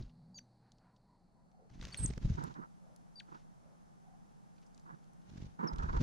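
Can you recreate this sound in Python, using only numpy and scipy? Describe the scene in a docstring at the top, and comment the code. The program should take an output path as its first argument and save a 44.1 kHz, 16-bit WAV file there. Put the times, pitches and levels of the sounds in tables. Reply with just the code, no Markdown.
"""Great tits at a winter feeder

Great tits squabble at a peanut feeder on a snowy porch, an arm's length from a small stereo microphone.
Thin slurred calls are gliding sine tones; beak and claw clicks are short filtered bursts that the posts echo.
Wings whirr past as noise beating with the stroke, their pressure waves and thumps buffeting the microphone.
Light wind on the ports is throbbing noise; the sound opens from mono to stereo over a quiet winter field."""
import sys
import numpy as np
from scipy import signal
from scipy.fft import rfft, irfft, next_fast_len
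from scipy.io import wavfile

SR = 44100
rng = np.random.default_rng(int(sys.argv[2]) if len(sys.argv) > 2 else 0)


def inscribe(sig):
    """Save sig as 16-bit PCM at rate SR to the path in sys.argv[1].

    A 1-D sig is mono; a 2-D sig holds one channel per row.
    Samples are clipped to [-1, 1] before scaling.
    """
    pcm = np.round(np.clip(np.atleast_2d(sig).T, -1, 1) * 32767)
    wavfile.write(sys.argv[1], SR, pcm.astype(np.int16))


N = 265482
TIME = np.arange(N) / SR
OPPOSED = np.array([[1], [-1]])  # left and right in opposite phase


def undb(db):
    """Decibels to gain."""
    return 10 ** (np.asarray(db) / 20)


def unit(x):
    """Scale to rms 1."""
    return x / np.sqrt(np.mean(x ** 2))


def colour(x, points):
    """Filter by (Hz, dB) points joined on a log-frequency axis."""
    hz, db = np.transpose(points)
    size = next_fast_len(N + 4096)
    f = np.maximum(np.fft.rfftfreq(size, 1 / SR), 1)
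    gain = undb(np.interp(np.log(f), np.log(hz), db))
    return irfft(rfft(x, size) * gain, size)[:N]


def noise(points):
    """Noise of a given spectrum, rms 1."""
    return unit(colour(rng.standard_normal(N), points))


def resonate(x, hz, width_hz):
    """Two-pole resonance."""
    b, a = signal.iirpeak(hz, hz / width_hz, fs=SR)
    return signal.lfilter(b, a, x)


def band(hz, width_hz, size):
    """Noise through a resonance twice, rms 1."""
    once = resonate(rng.standard_normal(size), hz, width_hz)
    return unit(resonate(once, hz, width_hz))


def walk(rate):
    """Random values, `rate` a second, joined by straight lines; the last is held if they run out."""
    knots = rng.standard_normal(8192)
    return np.interp(TIME * rate, np.arange(len(knots)), knots)


def throb(phase, depth):
    """One rounded peak a cycle, rms 1."""
    return unit(np.exp(depth * np.cos(phase)))


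def envelope(t, attack, hold, release):
    """Straight rise, level until `hold` seconds from the start, exponential fall."""
    return np.clip(t / attack, 0, 1) * np.exp(-np.maximum(t - hold, 0) / release)


def pan(x, db):
    """Place a sound by its left minus right level."""
    return x * undb(OPPOSED * db / 2)


def add(out, start, x):
    """Mix a short sound in at a time."""
    i = max(int(start * SR), 0)
    out[..., i:i + x.shape[-1]] += x[..., :max(N - i, 0)]


# Whistled notes close to the microphone; two that overlap are the two sides of one syrinx or two birds.
# Each row: start in seconds, hold in seconds from the start, plunge in seconds, release in seconds,
# held pitch in Hz, slur from above in Hz, arch in Hz, level in dB before the beak's bass loss, swell in dB,
# plunge accent in dB, overtone in dB, left minus right in dB, left lag in seconds, echo in dB.
CALL_NOTES = [ (0.3436, 0.036, 0.014, .002, 4640, 106, -13, -58, 0, -2.5, -38, 2, 0, -13.5),
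              (.346, 0.046, 0.0029, 0.0022, 5790, 497, 1002, -52.5, 17, 0, -23, 4, 0, -39),
              (1.921, 0.0073, 0.00072, 0.0046, 4380, 296, 5, -48, 13, 0, -31, 2, 0, -22),
              (1.924, 0.012, 0.0013, 0.0037, 8450, 200, -2, -62.5, 12, 0, -30, -11, 0, -12),
              (1.972, .0045, 0.00085, 0.003, 4170, 223, -1, -51.5, 2, 0, -4, 1, 0, -20),
              (1.972, 0.083, 0, .002, 8277, 420, 111, -39.5, 8, 0, -40, -6, -.00004, -14.5),
              (2.055, .0022, .0056, .0005, 8330, 0, 0, -42, 6, 5, -47, 7, .00003, -24),
              (3.1567, .039, 0.015, 0.0025, 4610, 218, 23, -54.5, 1, 3.5, -23, 4.5, -.00002, -36),
              (5.673, 0.016, 0.00018, 0.0037, 4936, 892, 5, -48, 0, -2, -34, 5.5, -.00002, -31)]
# Reflections of a call from the posts, the roof and the wall.
# Each row: delay in seconds, level in dB added to the note's own echo level.
CALL_ECHOES = [(.0052, 4), (0.012, 5), (.027, 0), (.037, -1.5)]
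NOTE_ATTACK_S, SLUR_S = 0.0015, 0.00865  # a note opens quickly and settles onto its pitch
ARCH_AT, ARCH_WIDTH = 0.45, .38  # place and width of the arch, as shares of the hold
PLUNGE_S, PLUNGE_FLOOR = 0.0082, .29  # the closing plunge heads for this share of the pitch
SHORTEST_PLUNGE_S, ACCENT_S = .005, .002  # a plunge no longer than the first is left out
PLUNGE_RICHNESS = .55  # overtone gain gained per share of pitch lost below plunge_hz
BEAK_HZ, OVERTONE_TOP_HZ = 2110, 9100  # weak radiation below the first, fading overtones above the second
REFLECT_POWER = 14  # narrow posts throw back little of a note once it has dropped in pitch


def calls(waver=0.0032, flutter_db=-1.5, rasp=0.0022, plunge_rasp=0.043, plunge_hz=4400):
    """Nearly pure notes slur down and swell; some end in a raspy plunge rich in overtones; the porch echoes."""
    out = np.zeros((2, N))
    wobble = 1 + waver * walk(70)
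    flutter = flutter_db * walk(90)
    jitter = walk(1500)
    for (start, hold, plunge, release, hz, slur_hz, arch_hz, db, swell_db,
         accent_db, overtone_db, pan_db, lag, echo_db) in CALL_NOTES:
        plunge = plunge if plunge > SHORTEST_PLUNGE_S else 0
        on = (TIME >= start) & (TIME < start + hold + plunge + 10 * release)
        t = TIME[on] - start
        held = np.minimum(t / hold, 1)
        falling = np.clip(t - hold, 0, plunge)
        fallen = 1 - np.exp(-(falling / PLUNGE_S) ** 2)

        slur = slur_hz * np.exp(-t / SLUR_S)
        arch = arch_hz * np.exp(-((t / hold - ARCH_AT) / ARCH_WIDTH) ** 2)
        unsteady = wobble[on] + (rasp + plunge_rasp * fallen) * jitter[on]
        pitch = (hz + slur + arch) * unsteady * (1 - (1 - PLUNGE_FLOOR) * fallen)

        accent = accent_db * np.minimum(falling / ACCENT_S, 1)
        effort = undb(db - swell_db * (1 - held) + accent + flutter[on])
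        beak = 1 / np.hypot(1, (BEAK_HZ / pitch) ** 3)
        phase = 2 * np.pi * (np.cumsum(pitch) / SR - OPPOSED * pitch * lag / 2)
        overtone = undb(overtone_db) + PLUNGE_RICHNESS * np.clip(1 - pitch / plunge_hz, 0, .5)
        tone = np.sin(phase)
        for k in range(2, 5):
            audible = (k * pitch < SR / 2) / np.hypot(1, (k * pitch / OVERTONE_TOP_HZ) ** 2)
            tone = tone + overtone ** (k - 1) * np.sin(k * phase) * audible
        note = np.sqrt(2) * tone * effort * beak * envelope(t, NOTE_ATTACK_S, hold + plunge, release)
        out[:, on] += pan(note, pan_db)
        for delay, wall_db in CALL_ECHOES:
            add(out, start + delay, undb(echo_db + wall_db) * note * (1 - fallen) ** REFLECT_POWER)
    return out


# Birds flying past the microphone, or in to land.
# Each row: start in seconds, end in seconds, closest moment in seconds, passing time in seconds,
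# pushed air in dB, feather swish in dB, swish side against mid in dB, moment of one downstroke in seconds,
# beats per second, nearness from 0 to 1.
FLIGHTS_PAST = [ (-.05, 0.07, 0, 0.062, -40.5, -69.5, -7, 0.013, 22, .92),
                (1.686, 1.855, 1.87, 0.18, -48, -70.5, -6, 1.67, 22.7, 0.6),
                (1.795, 2.002, 2, 0.27, -59, -62, -7, 1.73, 18.3, 0.4),
                (1.988, 2.195, 2, 0.12, -33, -64, -2, 2.133, 23.3, .98),
                (2.197, 2.36, 2.28, .13, -34.5, -64, -2, 2.304, 21, 0.95),
                (2.366, 2.477, 2.5, 0.26, -55, -68, -2, 2.52, 24, 0.5),
                (5.236, 5.44, 5.5, 0.2, -45, -68.5, 0.5, 5.382, 23.4, 0.14),
                (5.756, 6.1, 6, 0.3, -35, -66.5, -1, 5.9, 18.7, 0.98)]
# Air pushed by a very near wing. Each row: frequency in Hz, density in dB.
NEAR_AIR = [(12, -42), (20, -2.5), (43, 5), (80, -7), (134, -9), (210, -15.5), (262, -25), (386, -32.5),
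            (700, -53), (1000, -64), (1540, -100)]
# Air of a wing further off. Each row: frequency in Hz, density in dB.
FAR_WHIRR = [(20, -20), (65, -2.5), (150, 4), (250, -5.5), (400, -20), (800, -33), (2000, -79)]
# Rustle of feathers. Each row: frequency in Hz, density in dB.
FEATHER_RUSTLE = [(300, 6.5), (700, 4), (1500, 4.5), (3000, 2), (6500, 0), (8500, -18), (11000, -22.5),
                  (15000, -32)]
AIR_FALLOFF, SWISH_FALLOFF = 3.57, 2.3  # powers of distance: pushed air dies much faster than sound
FLIGHT_EDGE_S, SWISH_LEAD_S = 0.034, 0.0027  # wings start within a beat; the swish comes just before the puff
AIR_RELEASE_S, SWISH_RELEASE_S = 0.036, 0.063  # dying away once the bird has landed or gone
BEAT_PUSH, TURN_PUSH = 0.27, 0.72  # pressure wave once a beat, and at both turns of the wing


def wings(air_throb=0.47, whirr_throb=1.11, swish_throb=0.21, air_side_db=-11, whirr_side_db=-8,
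          grain_db=2.5, uneven_db=1.44):
    """Downstrokes push turbulent air at the microphone and make feathers swish; both fade with distance."""
    puffs = noise(NEAR_AIR) + OPPOSED * undb(air_side_db) * noise(NEAR_AIR)
    whirr = noise(FAR_WHIRR) + OPPOSED * undb(whirr_side_db) * noise(FAR_WHIRR)
    rustle, scattered = noise(FEATHER_RUSTLE), noise(FEATHER_RUSTLE)
    grain = undb(grain_db * walk(650) + uneven_db * walk(70))
    out = np.zeros((2, N))
    for start, end, closest, passing, air_db, swish_db, side_db, downstroke, rate, near in FLIGHTS_PAST:
        away = np.hypot(1, (TIME - closest) / passing)  # distance over the closest distance
        stroke = 2 * np.pi * rate * (TIME - downstroke)
        # only a very near wing is felt as a deep pressure wave; further off it whirrs on both strokes
        wave = BEAT_PUSH * np.cos(stroke) + TURN_PUSH * np.cos(2 * stroke)
        near_air = np.sqrt(near) * throb(stroke, air_throb) * puffs
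        far_air = np.sqrt(1 - near) * throb(2 * stroke, whirr_throb) * whirr
        air = near_air + far_air + near * wave

        early_stroke = stroke + 2 * np.pi * rate * SWISH_LEAD_S
        feathers = rustle + OPPOSED * undb(side_db) * scattered
        swish = throb(early_stroke, swish_throb) * grain * feathers

        air_shape = envelope(TIME - start, FLIGHT_EDGE_S, end - start, AIR_RELEASE_S)
        swish_shape = envelope(TIME - start, FLIGHT_EDGE_S, end - start, SWISH_RELEASE_S)
        out += air * undb(air_db) / away ** AIR_FALLOFF * air_shape
        out += swish * undb(swish_db) / away ** SWISH_FALLOFF * swish_shape
    return out


# Crisp flaps of the wing feathers as a bird brakes or turns.
# Each row: middle in seconds, level in dB, half length in seconds, left minus right in dB.
WING_FLAPS = [(1.701, -68.5, .004, 0), (1.743, -68.5, .007, -2), (1.827, -51.5, 0.0038, 3),
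              (1.872, -57.5, 0.0026, -2), (1.99, -54, 0.0031, 0), (2.308, -65, 0.0034, 3),
              (2.058, -59, 0.0044, 2), (2.106, -54, 0.0054, -5), (2.137, -57.5, .003, -7),
              (2.179, -55.5, 0.0022, -14), (2.256, -57.5, 0.0023, 3), (2.479, -65, .005, 3),
              (5.299, -65, 0.0049, -3), (5.378, -63, 0.0062, -6), (5.418, -67, .005, -8),
              (5.735, -60.5, .007, -7), (5.831, -61, 0.0081, -9), (5.93, -65, .007, -10),
              (5.971, -57.5, 0.0064, -10), (6.013, -51.5, 0.0088, -6)]
# Sound of one flap. Each row: frequency in Hz, density in dB.
FLAP_SPECTRUM = [(100, 4), (450, 11.5), (900, 3.5), (1700, 4), (3000, 0.5), (6300, -.5), (8500, -17.5),
                 (11000, -27), (15000, -33)]


def flaps(spread=0.6, grain_db=3.0):
    """Stiff feathers slide over each other in a short, grainy burst."""
    feathers = noise(FLAP_SPECTRUM) + OPPOSED * spread * noise(FLAP_SPECTRUM)
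    strength = np.zeros((2, N))
    for s, db, length, pan_db in WING_FLAPS:
        strength += pan(undb(db) * np.exp(-((TIME - s) / length) ** 2), pan_db)
    return feathers * undb(grain_db * walk(900)) * strength


# Close wing strokes that thump the microphone.
# Each row: moment in seconds, pressure in dB, half width in seconds, 1 for push or -1 for suction,
# puff of air in dB.
WING_THUMPS = [(.008, -35, 0.0025, -1, -60), (2.051, -30.5, .0013, 1, -52), (2.106, -32, .0016, 1, -46),
               (2.178, -33.5, 0.0019, 1, -47.5), (2.253, -22, .0021, -1, -48),
               (2.304, -25, 0.0019, 1, -55.5), (2.321, -27.5, 0.0027, 1, -59), (5.739, -33, 0.0052, 1, -65),
               (5.838, -31, .005, 1, -54), (5.979, -25, 0.0052, 1, -56), (6.006, -30, 0.0016, 1, -48),
               (6.0135, -20.5, .0015, 1, -46)]
# Turbulence inside a thump. Each row: frequency in Hz, density in dB.
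PUFF_SPECTRUM = [(90, -5), (200, 0), (400, -1), (650, -11), (900, -22), (2000, -49)]
PUFF_S = .006  # half length of the turbulence


def thumps():
    """A vortex shed by a close wing: a pressure peak between two shallow troughs, in a puff of turbulence."""
    out, puff = np.zeros(N), noise(PUFF_SPECTRUM)
    for s, db, width, sign, puff_db in WING_THUMPS:
        near = abs(TIME - s) < .05
        t = TIME[near] - s
        u = (t / width) ** 2
        out[near] += sign * undb(db) * (1 - u) * np.exp(-u / 2)
        out[near] += undb(puff_db) * np.exp(-(t / PUFF_S) ** 2) * puff[near]
    return out


# The clearest beak, claw and wing-tip clicks at the feeder.
# Each row: start in seconds, peak in dB, centre in Hz, width in octaves, tail's 60 dB decay in seconds,
# left minus right in dB.
FEEDER_CLICKS = [(.024, -53.5, 4170, 0.7, 0.042, -6), (.096, -60, 2280, 1.9, 0.044, -2),
                 (0.7190, -52, 5060, 1.04, 0.015, -12), (0.7840, -60, 4005, 1.3, 0.024, -1),
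                 (.9626, -65.5, 4250, .9, 0.045, 6), (1.5156, -68.5, 4200, 1.3, .023, 0),
                 (1.8123, -40, 3180, 1.5, 0.022, 0), (1.8525, -32.5, 2900, 2.1, 0.0078, 1),
                 (1.9444, -31.5, 2420, 0.83, 0.014, 5), (1.944, -43, 6100, 0.34, 0.017, -1),
                 (2.3564, -55.5, 5370, .9, 0.037, -6), (2.439, -41.5, 6950, 1.5, 0.017, 3),
                 (2.541, -53, 3770, 1.3, .02, -4), (2.962, -51, 6350, 1.7, 0.016, 5),
                 (3.347, -60, 2980, 1.3, .04, -5), (4.581, -64.5, 3400, 1.2, 0.068, -3),
                 (4.616, -64, 4000, 1.7, 0.022, -4), (4.664, -62, 6070, 0.76, .05, -6),
                 (4.746, -58.5, 5660, 0.79, .03, -6), (4.7776, -52.5, 5000, 1, 0.013, -3),
                 (4.797, -60, 5760, 0.92, 0.029, -5), (5.042, -61, 4200, 1.6, 0.022, -4),
                 (5.135, -61, 7500, 1.12, .014, -2), (5.761, -46, 3100, 2.1, 0.015, -2),
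                 (5.784, -48, 4040, 1.4, 0.042, -9)]
CRACK, CRACK_S = 1, 0.00053  # the first crack against the tail, and its decay in seconds


def clicks(spread=0.56):
    """Dry ticks on wire mesh, nuts and wood: a crack and a short tail, broad or ringing with what is struck."""
    out, t = np.zeros((2, N)), TIME[:6000]
    for s, db, hz, octaves, t60, pan_db in FEEDER_CLICKS:
        half = 2 ** (octaves / 2)
        decay = undb(-60 * t / t60) + CRACK * np.exp(-t / CRACK_S)
        direct, scattered = rng.standard_normal((2, len(t))) * decay
        body = signal.butter(3, [hz / half, hz * half], "band", fs=SR, output="sos")
        tick = signal.sosfilt(body, direct + OPPOSED * spread * scattered)
        add(out, s, pan(tick * undb(db) / abs(tick).max(), pan_db))
    return out


# Spells of scraping claws and clashing feathers.
# Each row: start in seconds, end in seconds, scrapes per second, level of the strongest in dB.
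SCRAPE_SPELLS = [(1.798, 2.029, 45, -54), (4.196, 5.253, 35, -78), (4.551, 5.151, 16, -73),
                 (4.743, 4.802, 90, -76)]


def scratches(scatter_db=4, decay=0.0066):
    """Tiny scrapes at random moments as the birds shift on fence and mesh or brush each other."""
    strength = np.zeros(N)
    for start, end, rate, db in SCRAPE_SPELLS:
        chance = rng.random((256, 2))
        for place, size in chance[:int(rate * (end - start))]:
            level = undb(db + scatter_db * np.sqrt(12) * (size - 1.0))
            add(strength, start + place * (end - start), level * np.exp(-TIME[:1024] / decay))
    return strength * noise(FEATHER_RUSTLE)


def shuffle(s=3.36, width_s=0.067, level_db=-74):
    """A bird on the fence softly shakes its feathers."""
    swell = np.exp(-((TIME - s) / width_s) ** 2)
    return undb(level_db + 2 * walk(100)) * swell * noise(FEATHER_RUSTLE)


def porch(x, t60=.2, wet_db=-20, first_s=.004):
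    """Posts, roof and fence scatter a short, weak echo; snow swallows the rest."""
    t = TIME[:SR // 2]
    echo = rng.standard_normal((2, len(t))) * undb(-60 * t / t60) * (t > first_s)
    echo /= np.linalg.norm(echo, axis=1)[:, None]
    return x + undb(wet_db) * signal.fftconvolve(x.mean(axis=0)[None], echo, axes=1)[:, :N]


# Gusts on the microphone ports, each a low buffet and a rush of air that rings in the port.
# Each row: start in seconds, attack in seconds, hold in seconds from the start, buffet in dB, rush in dB,
# ring in Hz before its wander.
PORT_GUSTS = [(2.368, 0.017, 0.024, -41.5, -44, 900), (2.403, 0.0086, 0.015, -41.5, -44, 899),
              (2.43, 0.0076, 0.017, -44, -45, 951), (2.45, .01, 0.064, -50.5, -54.5, 950),
              (2.545, 0.014, 0.027, -56, -49.5, 950), (2.574, 0.01194, .028, -43, -55, 1003),
              (2.61, 0.0075, 0.031, -66, -51, 1300), (3.275, .012, .016, -62, -59, 978),
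              (3.312, 0.00784, 0.015, -57, -51, 952), (3.335, 0.013, 0.023, -56, -52.5, 1350),
              (4.852, 0.0121, 0.033, -62, -58.5, 1050), (4.885, .012, 0.023, -60, -50.5, 1000),
              (4.915, 0.015, .03, -55, -59.5, 1280), (5.588, 0.0066, 0.086, -46.5, -43, 974),
              (5.627, .008, 0.017, -34.5, -37, 981), (5.65, 0.0052, 0.014, -40, -49, 980),
              (5.66, .01, 0.054, -46, -47.5, 947), (5.715, .01, .06, -50.5, -53, 950),
              (5.775, 0.0183, 0.087, -48.5, -44, 1300), (5.882, 0.0093, .016, -47, -38.5, 1250),
              (5.922, .012, .04, -44, -41.5, 1166), (5.96, 0.0063, 0.0083, -38.5, -35.5, 1050),
              (5.998, 0.007, .02, -38, -51, 1000)]
# Low push of a gust. Each row: frequency in Hz, density in dB.
GUST_BUFFET = [(40, -29), (88, -31), (145, 7.5), (205, -4), (290, -5.5), (390, -3.5), (700, -23.5),
               (1500, -62)]
# Rush of air over the port. 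Each row: frequency in Hz, density in dB.
GUST_RUSH = [(200, -23), (450, -7), (610, -11.5), (780, -6), (950, 0.5), (1130, -6.5), (1370, -3.5),
             (1800, -14.5), (2300, -28.5), (3200, -42), (6000, -62)]
# Share of a gust that both channels have in common. Each row: frequency in Hz, gain in dB.
GUST_COMMON = [(60, -15.5), (170, 0.5), (300, -3), (600, -23), (1500, -13.5), (3000, -5)]
EDDY_RELEASE_S = 0.013
# the rush rings in the port at a pitch that wanders with the flow
PORT_WANDER_OCTAVES, PORT_WIDTH_HZ = .17, 150


def eddies(rough_db=2.0, lumpy_db=-0.1, ring_db=-5, common_db=-17, hiss_db=-32):
    """Turbulence on the right port: bass stays mostly on that side, the rest comes out in opposite phase."""
    buffet_power, rush_power = np.zeros(N), np.zeros(N)
    for start, attack, hold, buffet_db, rush_db, _ in PORT_GUSTS:
        shape = envelope(TIME - start, attack, hold, EDDY_RELEASE_S)
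        buffet_power += (undb(buffet_db) * shape) ** 2
        rush_power += (undb(rush_db) * shape) ** 2
    buffet = np.sqrt(buffet_power)
    rush = np.sqrt(rush_power) * undb(rough_db * walk(260) + lumpy_db * walk(60))

    port_hz = np.interp(TIME, [row[0] + row[1] for row in PORT_GUSTS], [row[-1] for row in PORT_GUSTS])
    phase = 2 * np.pi * np.cumsum(port_hz * 2 ** (PORT_WANDER_OCTAVES * walk(45))) / SR
    ring = unit(walk(PORT_WIDTH_HZ) * np.cos(phase) + walk(PORT_WIDTH_HZ) * np.sin(phase))

    gust = buffet * noise(GUST_BUFFET) + rush * unit(noise(GUST_RUSH) + undb(ring_db) * ring)
    shared = undb(common_db) * noise(GUST_RUSH) + undb(hiss_db) * noise(FEATHER_RUSTLE)
    return OPPOSED * gust - colour(gust, GUST_COMMON) + rush * shared


# Spectrum of the open field. Each row: frequency in Hz, density in dB.
FIELD_SPECTRUM = [(12, -34), (20, 5), (91, -8), (172, 4.5), (378, -13.5), (452, -14), (677, -12),
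                  (809, -9.5), (895, -13), (966, -18), (1120, -20.5), (3520, -43), (4530, -44.5),
                  (5020, -39.5), (8540, -38), (11100, -43.5), (18800, -120)]
# Level of the quiet field. Each row: time in seconds, level in dB.
FIELD_LEVEL = [(0, -67.5), (1.2, -69.5), (1.5, -69), (6, -67)]
# Narrow, wavering low hums that come and go.
# Each row: start in seconds, end in seconds, centre in Hz, width in Hz, starting level in dB,
# fade in dB per second (negative grows).
LOW_HUMS = [(0.032, .32, 160, 28, -62, -1), (.24, 0.355, 188, 23.9, -62, -3), (0, .44, 240, 10, -68, 6),
            (0, 1.1, 120, 3.6, -69, 5)]
# Faint far-off hoots, perhaps a dog, blurred by the forest.
# Each row: middle in seconds, length in seconds, pitch in Hz, blur in Hz, level in dB, overtone in dB.
FAR_HOOTS = [(0.373, 0.17, 566, 40, -74.5, -22), (0.672, .19, 790, 420, -77.5, -7),
             (.86, 0.23, 710, 420, -77.5, -2.5), (.91, 0.23, 980, 90, -77.5, -21),
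             (1.129, 0.23, 970, 121, -76.5, -18), (1.399, 0.14, 970, 70, -78, -22),
             (1.581, 0.25, 720, 89.5, -72, -26), (1.623, .17, 470, 130, -70.5, -24),
             (2.89, 0.24, 565, 220, -70, -15), (3.703, .22, 583, 220.5, -71, -8.5),
             (4.11, 0.27, 760, 130, -69.5, -22)]
MURMUR_ATTACK_S, MURMUR_RELEASE_S = 0.038, .035


def distance(waver_db=2.0, band_hz=4370, band_width_hz=850, band_db=-86, band_peak_s=0.41, band_fade_db=6):
    """The quiet field with its passing hums, a faint high band that swells and fades, and far, smeared hoots."""
    out = noise(FIELD_SPECTRUM) * undb(np.interp(TIME, *np.transpose(FIELD_LEVEL)) + .4 * walk(7))
    swell_db = band_db - band_fade_db * abs(TIME - band_peak_s)
    out += band(band_hz, band_width_hz, size=N) * undb(swell_db + walk(6.6))
    for start, end, hz, width_hz, db, fade_db in LOW_HUMS:
        t = np.maximum(TIME - start, 0)
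        pitch = hz + width_hz / 2 * walk(width_hz * 2)
        hum = np.sqrt(2) * np.sin(2 * np.pi * np.cumsum(pitch) / SR)
        level = undb(db - fade_db * t + waver_db * walk(30))
        out += hum * level * envelope(t, MURMUR_ATTACK_S, end - start, MURMUR_RELEASE_S)
    for s, length, hz, blur_hz, db, overtone_db in FAR_HOOTS:
        swell = np.hanning(int(length * SR))
        # the end of a longer noise, once the resonance has built up
        first, second = (band(k * hz, k * blur_hz, size=SR)[-len(swell):] for k in (1, 2))
        add(out, s - length / 2, undb(db) * swell * (first + undb(overtone_db) * second))
    return out


def scene():
    """Birds close by, wind on the ports, the field behind."""
    echoed = porch(calls() + clicks() + scratches() + shuffle())
    return echoed + wings() + flaps() + thumps() + eddies() + distance()


# Stereo opening of the microphone. 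Each row: time in seconds, share from 0 to 1.
STEREO_WIDTH = [(1.12, 0), (1.6, 0.48), (2.1, 1), (2.6, 1)]
# Noise between the closely spaced ports. Each row: frequency in Hz, density in dB.
PORT_SPECTRUM = [(12, -50), (20, -22), (85, -16.5), (172, 1.5), (211, -4), (246, -12), (294, -19.5),
                 (582, -22.5), (789, -14), (1040, -23.5), (1340, -26.5), (2870, -44), (4420, -48.5),
                 (5690, -41.5), (8540, -45), (11100, -48.5), (18800, -120)]
# Hiss common to both channels. Each row: frequency in Hz, density in dB.
HISS_SPECTRUM = [(300, 6.5), (1300, 7), (2500, -3), (4200, -3), (6000, -1.5), (8000, -7.5), (11500, -9.5),
                 (13000, -28)]
TOP_HZ = 15800  # nothing much is heard above this


def record(dry, port_db=-59, hiss_db=-78):
    """Stereo opens slowly and brings up the noise of the closely spaced ports; the top is cut."""
    width = np.interp(TIME, *np.transpose(STEREO_WIDTH))
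    mid = dry.mean(axis=0) + width ** 2 * undb(hiss_db) * noise(HISS_SPECTRUM)
    side = width * ((dry[0] - dry[1]) / 2 + undb(port_db) * noise(PORT_SPECTRUM))
    top_cut = signal.ellip(8, .2, 70, TOP_HZ, fs=SR, output="sos")
    return signal.sosfilt(top_cut, mid + OPPOSED * side)


dry = scene()
out = record(dry)
inscribe(out)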